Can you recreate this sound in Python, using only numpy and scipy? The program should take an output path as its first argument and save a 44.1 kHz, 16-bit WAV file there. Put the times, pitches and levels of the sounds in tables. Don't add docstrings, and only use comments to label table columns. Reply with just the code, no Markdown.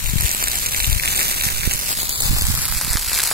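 import sys
import numpy as np
from scipy import signal
from scipy.fft import rfft, irfft
from scipy.io import wavfile
from scipy.ndimage import uniform_filter1d, minimum_filter1d

SR = 44100
rng = np.random.default_rng(int(sys.argv[2]) if len(sys.argv) > 2 else 0)


def field_ratio(decibels):
    return 10 ** (np.asarray(decibels, dtype=float) / 20)


def transcribe(signal):
    frames = np.atleast_2d(signal).T
    limited = np.clip(frames, -1, 1)
    pcm = np.round(limited * 32767).astype(np.int16)
    wavfile.write(sys.argv[1], SR, pcm)


N = 146853

# t/s, level/dB
BLAZE = [(0, -33), (.2, -32), (.26, -26), (.31, -30.5), (.5, -27.5), (.63, -31), (.8, -27), (.97, -29),
         (1.2, -25), (1.35, -29.5), (1.45, -27), (1.6, -30), (1.74, -28.5), (1.97, -28.5), (2.4, -29.5),
         (2.55, -29.5), (3.0, -29), (3.17, -26)]
# f/Hz, level/dB
FIRE_SPECTRUM = [(200, -3), (500, -4), (1700, -3.5), (3100, -2.5), (4400, 0), (7500, -0.5), (12000, 0.5),
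                 (15500, -4)]
# t/s, left lag/ms, casing echo delay/ms, echo share left/1, echo share right/1,
# share of the path round the casing/1
TURN = [
    (0, .42, .19, .55, .03, .1),
    (.9, .435, .19, .4, .05, 0),
    (1.1, .46, .185, .33, .03, 0),
    (1.7, .465, .2, .3, .03, 0),
    (2.0, .32, .36, .35, .05, .35),
    (2.35, .175, .34, .35, .08, .55),
    (2.5, .14, .33, .3, .08, 0),
    (2.8, 0, .32, .3, .1, 0),
    (3.33, 0, .33, .4, .1, 0),
]
# t/s, peak
# level/dB, f/Hz, length/ms
LOUD_SNAPS = [(0.2091, -7.0, 12100.0, 0.45), (0.2924, -12.0, 6800.0, 0.45), (0.3146, -10.0, 6500.0, 1.35),
              (0.3483, -10.0, 11600.0, 0.45), (0.44, -8.0, 7200.0, 1.15), (0.483, -9.0, 9000.0, 0.85),
              (0.5553, -12.0, 7400.0, 0.95), (0.6616, -8.0, 7300.0, 0.45), (0.6658, -11.0, 6600.0, 0.35),
              (0.7467, -11.0, 2200.0, 0.55), (0.8023, -9.0, 2800.0, 0.65), (0.8445, -8.0, 2800.0, 0.85),
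              (0.8993, -12.0, 7900.0, 2.15), (0.9291, -10.0, 6700.0, 0.85), (0.9976, -11.0, 2100.0, 0.65),
              (1.0353, -10.0, 1800.0, 0.35), (1.0579, -9.0, 8100.0, 0.55), (1.0769, -10.0, 2900.0, 0.75),
              (1.1625, -9.0, 8400.0, 0.25), (1.177, -12.0, 3400.0, 0.45), (1.1927, -12.0, 8300.0, 0.35),
              (1.2134, -10.0, 1600.0, 0.75), (1.23, -12.0, 7900.0, 0.75), (1.3124, -11.0, 8200.0, 0.35),
              (1.4117, -11.0, 2700.0, 0.55),
              (1.7116, -10.0, 2600.0, 0.35), (1.7366, -11.0, 9200.0, 1.05), (1.7917, -13.0, 10200.0, 0.55),
               (2.0315, -12.0, 11400.0, 0.55), (2.0937, -8.0, 10700.0, 0.65), (2.204, -14.0, 7500.0, 1.75),
               (2.2079, -9.0, 10300.0, 0.65), (2.2217, -10.0, 7700.0, 0.75), (2.3852, -11.0, 9900.0, 1.05),
               (2.4117, -13.5, 6600.0, 1.25), (2.4216, -9.0, 10200.0, 1.25), (2.4532, -11.0, 7700.0, 0.45),
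               (2.4686, -9.0, 7400.0, 0.55), (2.5517, -12.0, 13600.0, 0.55), (2.5765, -13.0, 11100.0, 0.45),
               (2.6546, -9.0, 10300.0, 0.45), (2.7241, -13.0, 10200.0, 0.75),
               (2.8126, -11.0, 10900.0, 0.65), (2.9325, -10.0, 8400.0, 0.55), (2.9711, -10.0, 4100.0, 0.45),
               (3.1315, -9.0, 8700.0, 0.35), (3.1888, -10.0, 10900.0, 0.45), (3.1973, -12.0, 1700.0, 0.75),
               (3.2029, -10.0, 4000.0, 0.55), (3.2368, -9.0, 10600.0, 1.95)]
# t/s, peak level/dB, f/Hz
TICKS = [(0.06, -19, 2800), (0.0657, -20, 7600), (0.098, -17, 6500), (0.1845, -19, 2300),
         (0.2091, -9, 12100), (0.2215, -16, 7300), (0.2356, -17, 9300), (0.2661, -16, 7000),
         (0.4782, -18, 7100), (0.5708, -19, 8100), (0.5883, -17, 6500), (0.5968, -18, 6500),
         (0.6857, -18, 6700), (0.6891, -19, 11500), (0.723, -19, 6700), (0.7353, -17, 2900),
         (0.7624, -18, 5700), (0.8069, -15, 7700), (0.8322, -18, 11300), (0.8575, -17, 15200),
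         (0.8672, -17, 15200), (0.9036, -18, 9300), (0.9106, -18, 11700), (1.0514, -18, 1700),
         (1.0835, -15, 6700), (1.1578, -17, 8800), (1.1733, -15, 7100), (1.2006, -15, 8500),
         (1.2184, -16, 7300), (1.227, -16, 13400), (1.2823, -16, 12300), (1.2901, -16, 9600),
         (1.3426, -19, 8300), (1.3495, -19, 9700), (1.4542, -14, 6400), (1.4875, -16, 1700),
         (1.5725, -17, 7100), (1.5822, -16, 9300), (1.609, -18, 2600), (1.6332, -16, 1400),
         (1.6543, -18, 1700), (1.6702, -17, 12800), (1.7178, -17, 5300), (1.7309, -18, 10200),
         (1.8604, -20, 10800), (1.9059, -17, 10300), (2.0972, -18, 6800), (2.3079, -18, 10900),
         (2.3498, -19, 4300), (2.5415, -19, 9800), (2.6179, -19, 10900), (2.7165, -19, 10000),
         (2.8235, -17, 11200), (2.8483, -18, 8100), (3.1175, -18, 1700), (3.3054, -17, 10200)]
# t/s, peak level/dB, f/Hz
POPS = [
    (0.4264, -11, 1200),
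    (0.4733, -14, 1460),
    (2.365, -17.5, 795),
    (2.912, -25, 1990),
    (2.9393, -20, 1700),
    (2.959, -17.5, 1700),
    (2.9714, -15, 1120),
    (3.161, -22, 1840),
    (3.314, -13, 655),
]
# t/s, left level/dB, right level/dB
BREEZE = [(0, -21.5, -29), (.3, -29, -45), (.75, -29.5, -30), (1.05, -25, -35.5), (1.35, -30.5, -30),
          (1.7, -37, -24.5), (1.9, -32.5, -31.5), (2.15, -32, -32), (2.3, -20.5, -23), (2.6, -24, -25),
          (2.8, -47.5, -24.5), (3.05, -30.5, -27), (3.33, -35.5, -37.5)]
# f/Hz, level per Hz/dB
WIND_SPECTRUM = [(15, -2.5), (40, 4.5), (70, -3), (130, -7.5), (250, -20.5), (500, -47.5), (1000, -26)]
# t/s, peak level/dB, width/ms
EDDIES_LEFT = [(0.065, -12, 11.5), (0.078, -12, 11), (0.098, -15.5, 3.3), (0.12, -12.5, 9.7),
               (0.139, -7.5, 2.6), (0.162, -3.5, 2.93), (0.185, -10.5, 14), (0.208, -11, 5),
               (0.232, -13.5, 2.9), (0.253, -3.5, 5.2), (0.826, -15.5, 6.6), (0.881, -7, 4.5),
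               (0.9, -5, 4.4), (0.933, -3.5, 6.6), (0.967, -9, 4.8), (2.332, -13, 2.4), (2.351, -30, 5.5),
               (2.421, -15, 1.57)]
# t/s, peak level/dB, width/ms
EDDIES_RIGHT = [(1.467, -10, 2.5), (1.56, -22.5, 65), (1.751, -15, 3.7), (2.301, -3.5, 9.3),
                (2.311, -3.5, 2.3), (2.334, -6, 2.2), (2.35, -4.5, 3.5), (2.445, -6.5, 7), (2.488, -6, 2.8),
                (2.502, -5, 2.2), (2.511, -8.5, 3.4), (2.542, -11, 4.4), (2.712, -16, 9.5),
                (2.767, -11.5, 7.5), (2.879, -15.5, 1.6), (2.91, -9, 5.9)]
# t/s, level/dB, recovery/ms
SLAPS = [
    (1.6763, -2.5, 4.1),
    (2.955, -8, 7.4),
]

SNAP_DB, SNAP_RING, SNAP_Q = 3.0, .35, 3.5
SNAP_TAIL_DB, SNAP_TAIL_S = -17, .008
POP_HZ, POP_RING = 3000, .65
TICK_MS, TICK_DB = .5, 2.5
CRACKLE_PER_S, CRACKLE_SPREAD_DB, CRACKLE_CAP, CRACKLE_DB = 910, 3, 3.1, 2
CLUMP_DB = 3.0
GRAIN_MS, GRAIN_SPREAD = .25, 4.0
RUSH_DB, RUSH_PATCH_DB = -1, 1.5
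DIFFUSE_DB, DIFFUSE_LOW_DB, DIFFUSE_FROM_HZ, DIFFUSE_GRAIN = 8, -4.5, 4200, 0.81
ROAR_HZ, ROAR_DB, ROAR_DB_PER_MS = 1410, -5, 11
FRONT_MS, ROUND_MS = .028, .26
LUMPY_DB = 2.0
SUCK_LEFT, SUCK_RIGHT, SETTLE = 0.64, 0.085, 0.19
SLAP_RISE_MS, SLAP_EDGE_MS = 4.3, 0.73
LIMIT_DB, LIMIT_SHARE, RECOVER_DB_PER_S = -9, .7, 400
GATE_DB, GATE_DEPTH_DB, GATE_FROM_HZ = -3.3, -40, 2300
EDGE_HZ = 15800


def evened(x):
    return x / np.sqrt(np.mean(x ** 2) + 1e-20)


def read(points, hz):
    f, value = np.transpose(points)
    return np.interp(np.log(hz + 1), np.log(f + 1), value)


def curve(rows, t):
    columns = np.transpose(rows)
    return np.array([np.interp(t, columns[0], c) for c in columns[1:]])


def drift(rate, shape):
    z = rfft(rng.standard_normal(shape))
    return evened(irfft(z / (1 + (np.fft.rfftfreq(N, 1 / SR) / rate) ** 2), N))


def burst(hz, ms, noise):
    t = np.arange(len(noise)) / SR
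    r = np.exp(-np.pi * hz / SNAP_Q / SR)
    hz = min(hz, 16000)
    ring = signal.lfilter([1, 0, -1], [1, -2 * r * np.cos(2 * np.pi * hz / SR), r * r], noise)
    u = t * 1000 / ms - 1
    shape = np.exp(-np.where(u < 0, 3 * u ** 2, 1.5 * u))
    shape = shape + (u > 0) * field_ratio(SNAP_TAIL_DB) * np.exp(-t / SNAP_TAIL_S)
    share = POP_RING if hz < POP_HZ else SNAP_RING
    sound = shape * ((1 - share) * noise + share * evened(ring))
    return sound / np.sqrt(uniform_filter1d(sound ** 2, size=20, mode="constant").max())


def crackle(count=6, size=5):
    clump = field_ratio(CLUMP_DB * drift(13, N))
    hit = rng.random(N) < clump / clump.mean() * CRACKLE_PER_S / SR
    big = np.minimum(rng.exponential(1, N), CRACKLE_CAP)
    train = hit * field_ratio(CRACKLE_SPREAD_DB * big)
    kind = rng.integers(0, count * size, N)
    draw = rng.random((count * size, 2))
    noise = rng.standard_normal((count * size, 1024))
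    out = np.zeros((count, N))
    for k in range(count * size):
        grain = burst(900 * 15 ** draw[k, 0], GRAIN_MS * GRAIN_SPREAD ** draw[k, 1], noise[k])
        out[k % count] += signal.oaconvolve(train * (kind == k), grain)[:N]
    return out / np.sqrt(np.mean(out.sum(0) ** 2))


def ports(places, gains):
    hz, t, z = signal.stft(places, SR, nperseg=256, noverlap=192)
    lag, echo, left, right, around = curve(TURN, t)
    spread = FRONT_MS * np.linspace(-1, 1, len(places))[:, None, None]

    def late(ms):
        return np.exp(-2j * np.pi * hz[:, None] * ms / 1000)

    z = z * gains(hz, t)
    at_left = (z * late(lag + spread)).sum(0) * (1 - left * late(echo) + around * late(ROUND_MS))
    at_right = z.sum(0) * (1 - right * late(echo))
    return signal.istft(np.array([at_left, at_right]), SR, nperseg=256, noverlap=192)[1][:, :N]


def colour(hz, t):
    level = curve(BLAZE, t)[0]
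    roar = ROAR_DB + ROAR_DB_PER_MS * curve(TURN, t)[0]
    return field_ratio(read(FIRE_SPECTRUM, hz)[:, None] + level + roar / (1 + (hz[:, None] / ROAR_HZ) ** 2))


def scatter_colour(hz, t):
    low = DIFFUSE_LOW_DB / (1 + (hz[:, None] / DIFFUSE_FROM_HZ) ** 4)
    return colour(hz, t) * field_ratio(DIFFUSE_DB + low)


def fire():
    places = crackle()
    rush = rng.standard_normal(places.shape) / np.sqrt(len(places))
    rush = rush * field_ratio(RUSH_PATCH_DB * drift(23, N))
    front = ports(field_ratio(CRACKLE_DB) * places + field_ratio(RUSH_DB) * rush, colour)
    grain = np.sqrt(abs(uniform_filter1d((places ** 2).sum(0), size=90)))
    scatter = rng.standard_normal((2, 1, N)) * (1 - DIFFUSE_GRAIN + DIFFUSE_GRAIN * grain)
    return front + [ports(scatter[0], scatter_colour)[0], ports(scatter[1], scatter_colour)[1]]


def snap_colour(hz, t):
    return field_ratio(read(FIRE_SPECTRUM, hz))[:, None]


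def snaps(count=3):
    small = [(s, db + TICK_DB, hz, TICK_MS) for s, db, hz in TICKS + POPS]
    rows = LOUD_SNAPS + small
    noise = rng.standard_normal((len(rows), 1024))
    out = np.zeros((count, N))
    for k, (s, db, hz, ms) in enumerate(rows):
        part = out[k % count, round((s - ms / 1000) * SR):][:1024]
        part += field_ratio(db + SNAP_DB) * burst(hz, ms, noise[k])[:len(part)]
    return ports(out, snap_colour)


def wind():
    hz, t = np.fft.rfftfreq(N, 1 / SR), np.arange(N) / SR
    flow = evened(irfft(rfft(rng.standard_normal((2, N))) * field_ratio(read(WIND_SPECTRUM, hz)), N))
    out = flow * field_ratio(curve(BREEZE, t) + LUMPY_DB * drift(24, (2, N)))
    for port, (rows, suck) in enumerate([(EDDIES_LEFT, SUCK_LEFT), (EDDIES_RIGHT, SUCK_RIGHT)]):
        for s, db, ms in rows:
            u = (t - s) / (ms / 1700)
            before = suck * np.exp(-(u + 2.15) ** 2 / 0.47)
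            after = SETTLE * np.exp(-(u - 2.6) ** 2 / 3)
            out[port] += field_ratio(db) * (np.exp(-u ** 2) - before - after)
    for s, db, ms in SLAPS:
        u = (t - s) * 1000
        fade = np.exp(-abs(u) / np.where(u < 0, SLAP_RISE_MS, ms))
        out[1] -= field_ratio(db) * np.tanh(u / SLAP_EDGE_MS) * fade
    return out


def scene():
    return fire() + snaps() + wind()


def limiter(x):
    power_db = 10 * np.log10(abs(uniform_filter1d((x ** 2).max(0), 60)) + 1e-12)
    fall = np.arange(N) * RECOVER_DB_PER_S / SR
    over_db = np.maximum(np.maximum.accumulate(power_db + fall) - fall - LIMIT_DB, 0)
    return np.clip(x / field_ratio(LIMIT_SHARE * uniform_filter1d(over_db, 60)), -1, 1)


def gate(x):
    hz, t, z = signal.stft([x[0] + x[1], x[0] - x[1]], SR, nperseg=2048, noverlap=1024)
    power = abs(z) ** 2
    high = hz[:, None] > GATE_FROM_HZ / 2
    around = uniform_filter1d(power.mean(0) * high, size=140, axis=0)
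    patch = uniform_filter1d(uniform_filter1d(power, size=8, axis=1), size=2, axis=2)
    lowest = minimum_filter1d(patch, size=2, axis=2, origin=-1)
    weak = (lowest < around * field_ratio(2 * GATE_DB)) & (hz[:, None] > GATE_FROM_HZ)
    z = z * np.where(weak, field_ratio(GATE_DEPTH_DB), 1)
    mid, side = signal.istft(z, SR, nperseg=2048, noverlap=1024)[1][:, :N]
    return np.array([mid + side, mid - side]) / 2


def band_limit(x):
    return signal.sosfilt(signal.butter(12, 17030, fs=SR, output="sos"), x)


def record(dry):
    low_pass = signal.firwin(511, EDGE_HZ, window=("kaiser", 7), fs=SR)
    mix = signal.oaconvolve(gate(limiter(dry)), low_pass[None], "same")
    return band_limit(mix)


dry = scene()
out = record(dry)
transcribe(out)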